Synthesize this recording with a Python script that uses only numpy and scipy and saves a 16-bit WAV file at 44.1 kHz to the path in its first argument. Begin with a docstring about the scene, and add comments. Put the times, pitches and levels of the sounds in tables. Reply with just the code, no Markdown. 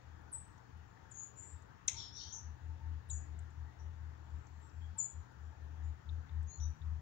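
"""Small birds call round a backyard feeder: thin swooping chips, wavering whistles, one jumbled, buzzy
phrase opened by a snap, and calls from deeper in the trees. Each note is a gliding tone, most shaken by
a fast trill; trees and walls scatter them. A few light pecks and twig ticks ring as short noise bursts.
Wind throbs low on the microphone over a faint hum, a far whirr and the wash of the outdoors."""
import sys
import numpy as np
from scipy import signal
from scipy.fft import rfft, irfft, next_fast_len
from scipy.io import wavfile
from scipy.ndimage import uniform_filter1d

SR = 44100
rng = np.random.default_rng(int(sys.argv[2]) if len(sys.argv) > 2 else 0)


def to_wav(sig):
    """Store sig (one row per channel, or 1-D mono) as 16-bit WAV at the path in sys.argv[1].

    Samples outside -1..1 are clipped; the rate is SR.
    """
    pcm = np.clip(np.atleast_2d(sig), -1, 1) * 32767
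    pcm = np.round(pcm).astype(np.int16)
    wavfile.write(sys.argv[1], SR, pcm.T)  # frames by channels


N = 309141
TIME = np.arange(N) / SR
RIGHT_LEAD_SAMPLES = 48

# chips: (start [s], length [s], bottom pitch [Hz], swoop down [Hz], hook up [Hz], level [dB])
CHIPS = [(.318, .054, 7640, 3730, 1404, -38), (1.104, 0.025, 6580, 2810, -2, -40.5),
         (3.090, .062, 6620, 3980, 1900, -38), (4.974, .068, 6794, 2720, 1500, -30.5)]


def chips():
    """Thin, swooping chips from close by."""
    song = sing(CHIPS, chip, trill_hz=195, jitter=.21, flutter=.46, rasp=.4, flick=.79)
    return yard(song, early_db=-7, tail_db=-1.5, right_tail_db=5.5)


def chip(start, length, bottom_hz, swoop_hz, hook_hz, db):
    """Contour: the pitch swoops down as the level grows, rests, then hooks up as it fades."""
    glide_s, attack_s, depth_hz = .008, .0092, 68
    t = np.arange(int(length * SR)) / SR
    swoop, hook = np.exp(-t / glide_s), np.exp((t - length) / glide_s)
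    level_db = db - 27 * np.exp(-(t / attack_s) ** 4) - 15 * hook ** .68
    return start, bottom_hz + swoop_hz * swoop + hook_hz * hook, level_db, depth_hz


# whistled notes: (start [s], length [s], first pitch [Hz], last pitch [Hz], level [dB],
# nominal trill depth [Hz], attack [s])
WHISTLES = [(1.127, 0.061, 6650, 6720, -49, 218, 0.045), (1.167, 0.0853, 6620, 6970, -42, 190, 0.031),
            (1.355, 0.083, 7060, 7120, -48, 211, 0.037), (1.421, 0.11, 6970, 7560, -50.5, 338, 0.014)]


def whistles():
    """Two wavering whistles from close by, each of two overlapping notes."""
    song = sing(WHISTLES, note, trill_hz=172, jitter=.2, flutter=.5, rasp=.5, flick=.4)
    return yard(song, early_db=-7, tail_db=-1.5, right_tail_db=5.5)


def note(start, length, first_hz, last_hz, db, depth_hz, attack_s):
    """Contour: the pitch slides and settles while the level swells to its peak and fades."""
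    progress = np.linspace(0, 1, int(length * SR))
    peak = np.clip(attack_s / length, .02, .98)
    rise_db = -15.5 * np.maximum(1 - progress / peak, 0) ** 2
    fall_db = -9.5 * np.maximum(progress - peak, 0) / (1 - peak)
    hz = last_hz + (first_hz - last_hz) * (1 - progress) ** 2.6
    return start, hz, db + rise_db + fall_db, depth_hz


# very fast downward sweeps: columns as WHISTLES
SNAP = [(1.8775, 0.0019, 9650, 7980, -30.5, 0, .001), (1.8794, 0.0026, 8800, 5350, -19, 0, .0009),
        (1.8812, 0.0024, 7140, 6370, -15, 0, .0009), (1.8814, 0.0021, 4870, 3270, -27.5, 0, 0.00118),
        (1.8835, .005, 3210, 1950, -34, 0, 0.0009)]
# overlapping buzzy notes: columns as WHISTLES
PHRASE = [(1.96, .14, 5760, 5334, -45.5, 187, 0.013), (1.98, 0.11, 3560, 3500, -54, 75, 0.011),
          (1.94, 0.13, 4220, 3837, -49, 659, 0.069), (1.96, 0.11, 6900, 6800, -54.5, 218, 0.027),
          (1.97, 0.06, 4770, 4600, -67, 370, .04), (2.115, 0.26, 5604, 5925, -47, 330, 0.07),
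          (2.162, 0.12, 4770, 4750, -51.5, 440, 0.042), (2.135, .13, 3700, 3950, -53.5, 270, 0.059),
          (2.15, 0.11, 7400, 6540, -61, 280, 0.079), (2.19, 0.14, 3350, 3456, -56.5, 362, 0.026),
          (2.32, .078, 6380, 6150, -40.5, 370, 0.01)]


def phrase():
    """A whip-like snap opens a jumble of rasping tones, several sounding at once."""
    snap = sing(SNAP, note)
    buzz = sing(PHRASE, note, trill_hz=222, jitter=.15, flutter=.35, rasp=.7, flick=.2)
    return (yard(snap, early_db=0, tail_db=-6.5, right_tail_db=1.5)
            + yard(buzz, early_db=-5.5, tail_db=-4, right_tail_db=4))


# distant notes: columns as WHISTLES
FAR_CALLS = [(.865, 0.055, 7250, 7120, -79, 90, 0.018), (3.6, 0.11, 1832, 1933, -67, 32.2, 0.073),
             (3.785, 0.044, 5730, 6020, -65, 303, 0.021), (3.98, .19, 6460, 6740, -92, 50, 0.057),
             (4.16, 0.73, 7100, 7420, -77, 40, 0.22), (4.6, 0.097, 7310, 7580, -67, 120, 0.028),
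             (4.81, 0.054, 3170, 3290, -64, 90, 0.0073), (5.41, 0.11, 7000, 7270, -79, 121.1, 0.0297),
             (5.83, .07, 6820, 7180, -69.5, 330, .015), (6.468, 0.12, 6490, 6834, -49.5, 120, 0.049),
             (6.49, .08, 4010, 4240, -63.5, 49.8, 0.063), (6.596, 0.0785, 5850, 6030, -48, 130, 0.026),
             (6.605, .09, 3660, 3805, -68, 45.6, 0.025)]


def far_calls():
    """Birds deeper in the trees."""
    song = sing(FAR_CALLS, note, trill_hz=165, jitter=.3, flutter=.49, rasp=.32, flick=.097)
    return yard(song, early_db=-3.5, tail_db=-5.5, right_tail_db=5.5)


def sing(rows, contour, trill_hz=0, jitter=0, flutter=0, rasp=0, flick=0):
    """A near-pure tone follows each contour; a fast, uneven trill shakes its pitch and loudness."""
    trill_turns = np.cumsum(trill_hz * (1 + jitter * band(0, 120))) / SR
    trill = np.sin(2 * np.pi * trill_turns) + rasp * band(0, 350)
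    trill = 2 * np.tanh(trill / 2)  # the membrane can only stretch so far
    trill += flick * trill ** 2  # pitch flicks up more easily than down
    out = np.zeros(N)
    for row in rows:
        start, hz, db, depth_hz = contour(*row)
        shake = trill[int(start * SR):][:len(hz)]
        phase = 2 * np.pi * np.cumsum(hz + depth_hz * shake) / SR
        loudness = amp(db) * (1 - flutter * np.tanh(depth_hz / 300) * np.tanh(shake))
        soft_edges = signal.windows.tukey(len(hz), .074 + .0027 * SR / len(hz))
        add(out, start, loudness * np.sin(phase) * soft_edges)
    return out


# light pecks: (time [s], level [dB])
PECKS = [(3.097, -53.5), (6.089, -55), (6.291, -63.5), (6.598, -62), (6.816, -61.5)]
# twig ticks: (time [s], pitch [Hz], level [dB])
TICKS = [(.579, 6400, -66.5), (1.115, 8200, -73), (1.622, 7110, -63.5), (3.389, 7400, -57.5),
         (3.504, 6900, -68), (4.468, 6360, -63), (4.695, 5500, -69.5), (6.428, 7500, -66.5)]


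def pecks_and_ticks():
    """Pecks with a woody ring, bright twig ticks, and fainter ticks scattered at random."""
    tick_decay_s, faint_per_s = .0022, 1.1
    out = np.zeros(N)
    for s, db in PECKS:
        add(out, s, amp(db) * burst(hz=3670, width_hz=520, decay_s=.0033))
    for s, hz, db in TICKS:
        add(out, s, amp(db) * burst(hz, width_hz=1200, decay_s=tick_decay_s))
    faint = (rng.random(N) < faint_per_s / SR) * amp(-81.5)
    out += signal.oaconvolve(faint, burst(hz=5380, width_hz=5500, decay_s=tick_decay_s))[:N]
    return yard(out, early_db=-18, tail_db=-16.5, right_tail_db=12)


def burst(hz, width_hz, decay_s):
    """Noise in one band that dies within milliseconds."""
    size = 4096
    t, f = np.arange(size) / SR, np.fft.rfftfreq(size, 1 / SR)
    resonance = 1 / (1 + (1.16 * (f - hz) / width_hz) ** 2) ** 2
    noise = unit_rms(irfft(rfft(rng.standard_normal(size)) * resonance))
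    return noise * (t / decay_s) * np.exp(1 - t / decay_s)


# decay of the scattered tail: (frequency [Hz], T60 [s])
TAIL_T60 = [(2000, 0.47), (4000, 0.41), (7000, 0.28), (8200, 0.27), (10000, 0.22)]


def yard(x, early_db, tail_db, right_tail_db):
    """Direct sound, a few echoes from ground and trunks, and a scattered tail from the trees."""
    size = SR // 2
    t = np.arange(size) / SR

    def reflections(per_s, after_s):
        return rng.choice([-1., 1.], (2, size)) * (rng.random((2, size)) < per_s / SR) * (t > after_s)

    early = reflections(per_s=900, after_s=.0015) * np.exp(-t / .0077)
    hz, frame_s, spectra = signal.stft(reflections(per_s=2000, after_s=.012), SR, nperseg=256)
    decay = amp(-60 * frame_s / curve(TAIL_T60, hz)[:, None])
    tail = signal.istft(spectra * decay, SR, nperseg=256)[1][:, :size]
    early, tail = (h / np.linalg.norm(h, axis=1, keepdims=True) for h in (early, tail))
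    echoes = amp(early_db) * early + amp(tail_db) * tail * amp([[0], [right_tail_db]])
    return ports(x, right_db=0) + signal.fftconvolve(x[None], echoes, axes=1)[:, :N]


# right port response: (frequency [Hz], gain [dB])
RIGHT_PORT = [(2000, -14), (3600, -18), (5500, -9.5), (6400, -21), (7000, -25.5), (7800, -19), (10000, 14)]


def shadow(pair):
    """The device's body shades the right port, most near 7 kHz; the highest treble is lifted."""
    size = next_fast_len(N)
    gain = amp(curve(RIGHT_PORT, np.fft.rfftfreq(size, 1 / SR)))
    right = irfft(rfft(pair[1], size) * gain, size)
    return np.array([pair[0], right[:N]])


# strong wind throbs: (start [s], length [s], level [dB])
THROBS = [(0.724, 0.14, -51), (1.513, 0.076, -45.5), (1.916, 0.072, -47.5), (2.249, 0.051, -46),
          (2.416, 0.15, -38.5), (2.608, 0.19, -36.5), (2.802, 0.22, -34), (3.047, 0.22, -35.5),
          (3.218, 0.28, -41.5), (3.526, 0.19, -39), (3.766, 0.21, -37), (3.954, .24, -41),
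          (4.186, .13, -45.5), (4.295, .14, -37), (4.5, 0.19, -45), (4.719, 0.23, -38.5),
          (5.129, 0.11, -40), (5.347, .21, -42.5), (5.543, 0.27, -40.5), (5.77, .19, -33.5),
          (6.045, .2, -33.5), (6.297, 0.21, -31.5), (6.565, 0.18, -31.5), (6.802, 0.21, -31)]


def wind():
    """Swells of air pressure, heard through the narrow bass range that the microphone lets pass."""
    puff_db = -55 - .56 * TIME  # weak puffs give way to the throbs
    strength = amp(puff_db) * np.maximum(band(0, 6.2), 0)
    for s, length, db in THROBS:
        add(strength, s, amp(db) * np.sin(np.linspace(0, np.pi, int(length * SR))))
    pitch_hz = 79.9 - .45 * TIME + 1.265 * band(0, 9.2)
    eddies = amp(-16) * band(78, 31) + amp(-29) * band(150, 70)
    throb = np.sin(2 * np.pi * np.cumsum(pitch_hz) / SR) + eddies
    return ports(strength * throb, right_db=-10.5)


# hum lines: (frequency [Hz], rms level before swell [dB])
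HUM_LINES = [(81, -68.5), (120, -62.5), (180, -75), (308, -78)]
# hum swell: (time [s], gain of the lines [dB], level of a separate 151 Hz line [dB])
HUM_SWELL = [(0, 2.5, -77), (0.998, -2, -80), (2.2, -2, -75.5), (2.8, 4.5, -76.5), (4, 3.5, -73.5),
             (4.8, -0.5, -70.5), (5.299, -0.5, -83), (6.1, 2, -62), (7, -1, -57.5)]


def hum():
    """Faint low tones waver, swell and fade."""
    s, swell_db, separate_db = np.transpose(HUM_SWELL)
    lines = sum(amp(db) * np.sqrt(2) * np.sin(2 * np.pi * hz * TIME + .15 * band(0, 11))
                for hz, db in HUM_LINES)
    lines *= amp(np.interp(TIME, s, swell_db))
    separate = amp(np.interp(TIME, s, separate_db)) * np.sin(2 * np.pi * 151 * TIME + .34 * band(0, 5.7))
    return ports(lines + separate, right_db=-9)


# whirr surges: (time [s], rise [dB])
WHIRR_SURGES = [(.35, 10), (1.97, 11), (2.85, 12.5), (4.25, 10), (5.0, 11.5)]


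def whirr():
    """A narrow band of noise from far off flickers at random and surges at set times."""
    surge_s = .047
    surge_db = sum(db * np.exp(-((TIME - s) / surge_s) ** 2) for s, db in WHIRR_SURGES)
    level_db = -75.5 + surge_db + 3.5 * band(0, 31)
    return ports(amp(level_db) * band(hz=897, width_hz=31), right_db=-9)


# outdoor wash: (frequency [Hz], base density [dB/Hz])
WASH = [(20, -102), (38, -93.5), (55, -85.5), (80, -74), (140, -85), (220, -89.5), (450, -92.5), (580, -99),
        (780, -93.5), (1800, -96), (2150, -105), (4800, -114), (7100, -112), (8300, -135), (16000, -145)]
# likeness of the wash at the two ports: (frequency [Hz], coherence [0..1])
COHERENCE = [(60, 0.78), (150, 0.89), (350, 1), (700, 0.27), (1400, 0.07), (3000, 0.15), (8000, 0.13)]
# microphone hiss: (frequency [Hz], right channel density [dB/Hz])
HISS = [(100, -123), (6000, -124), (8000, -135), (9500, -131), (13700, -135), (15200, -119), (16000, -119)]


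def air():
    """The outdoor wash drifts in soft patches; the microphones add their own hiss."""
    size, hop = 2048, 512
    hz = np.fft.rfftfreq(size, 1 / SR)
    shape = (4, N // hop + 5, len(hz))
    left, unshared, left_hiss, right_hiss = rng.standard_normal(shape) + 1j * rng.standard_normal(shape)
    drift = uniform_filter1d(rng.standard_normal(left.shape), size=9, axis=0)
    patches_db = 1.49 * unit_rms(uniform_filter1d(drift, size=18, axis=1))
    coherence = curve(COHERENCE, hz)
    right = coherence * left + np.sqrt(1 - coherence ** 2) * unshared
    right *= amp(-11) * np.exp(2j * np.pi * hz * RIGHT_LEAD_SAMPLES / SR)
    wash = np.array([left, right]) * amp(curve(WASH, hz) + patches_db)
    hiss = np.array([left_hiss * amp(-8), right_hiss]) * amp(curve(HISS, hz))
    spectra = (wash + hiss) * np.sqrt(1.5 * SR / size)
    return signal.istft(spectra, nperseg=size, noverlap=size - hop, time_axis=1, freq_axis=2)[1][:, :N]


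def ports(x, right_db):
    """The right microphone port hears the sound earlier, with a gain of its own."""
    return np.array([x, amp(right_db) * np.roll(x, -RIGHT_LEAD_SAMPLES)])


def band(hz, width_hz):
    """Unit noise in a bell-shaped band; round 0 Hz, a random drift."""
    size = next_fast_len(N)
    bell = np.exp(-((np.fft.rfftfreq(size, 1 / SR) - hz) / width_hz) ** 2)
    return unit_rms(irfft(rfft(rng.standard_normal(size)) * bell, size)[:N])


def curve(points, hz):
    """Interpolate over log frequency."""
    f, value = np.transpose(points)
    return np.interp(np.log(hz + 1), np.log(f + 1), value)


def amp(db):
    return 10 ** (np.asarray(db) / 20)


def unit_rms(x):
    return x / np.sqrt(np.mean(x ** 2) + 1e-20)


def add(mix, start_s, sound):
    part = mix[max(round(start_s * SR), 0):][:len(sound)]
    part += sound[:len(part)]


def scene():
    birds = chips() + whistles() + phrase() + far_calls()
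    return shadow(birds + pecks_and_ticks()) + wind() + hum() + whirr() + air()


def record(dry):
    """The recorder's band limit."""
    cutoff_hz = 15750
    lowpass = signal.firwin(511, cutoff_hz, window=("kaiser", 9), fs=SR)
    return signal.oaconvolve(dry, lowpass[None], "same")


dry = scene()
out = record(dry)
to_wav(out)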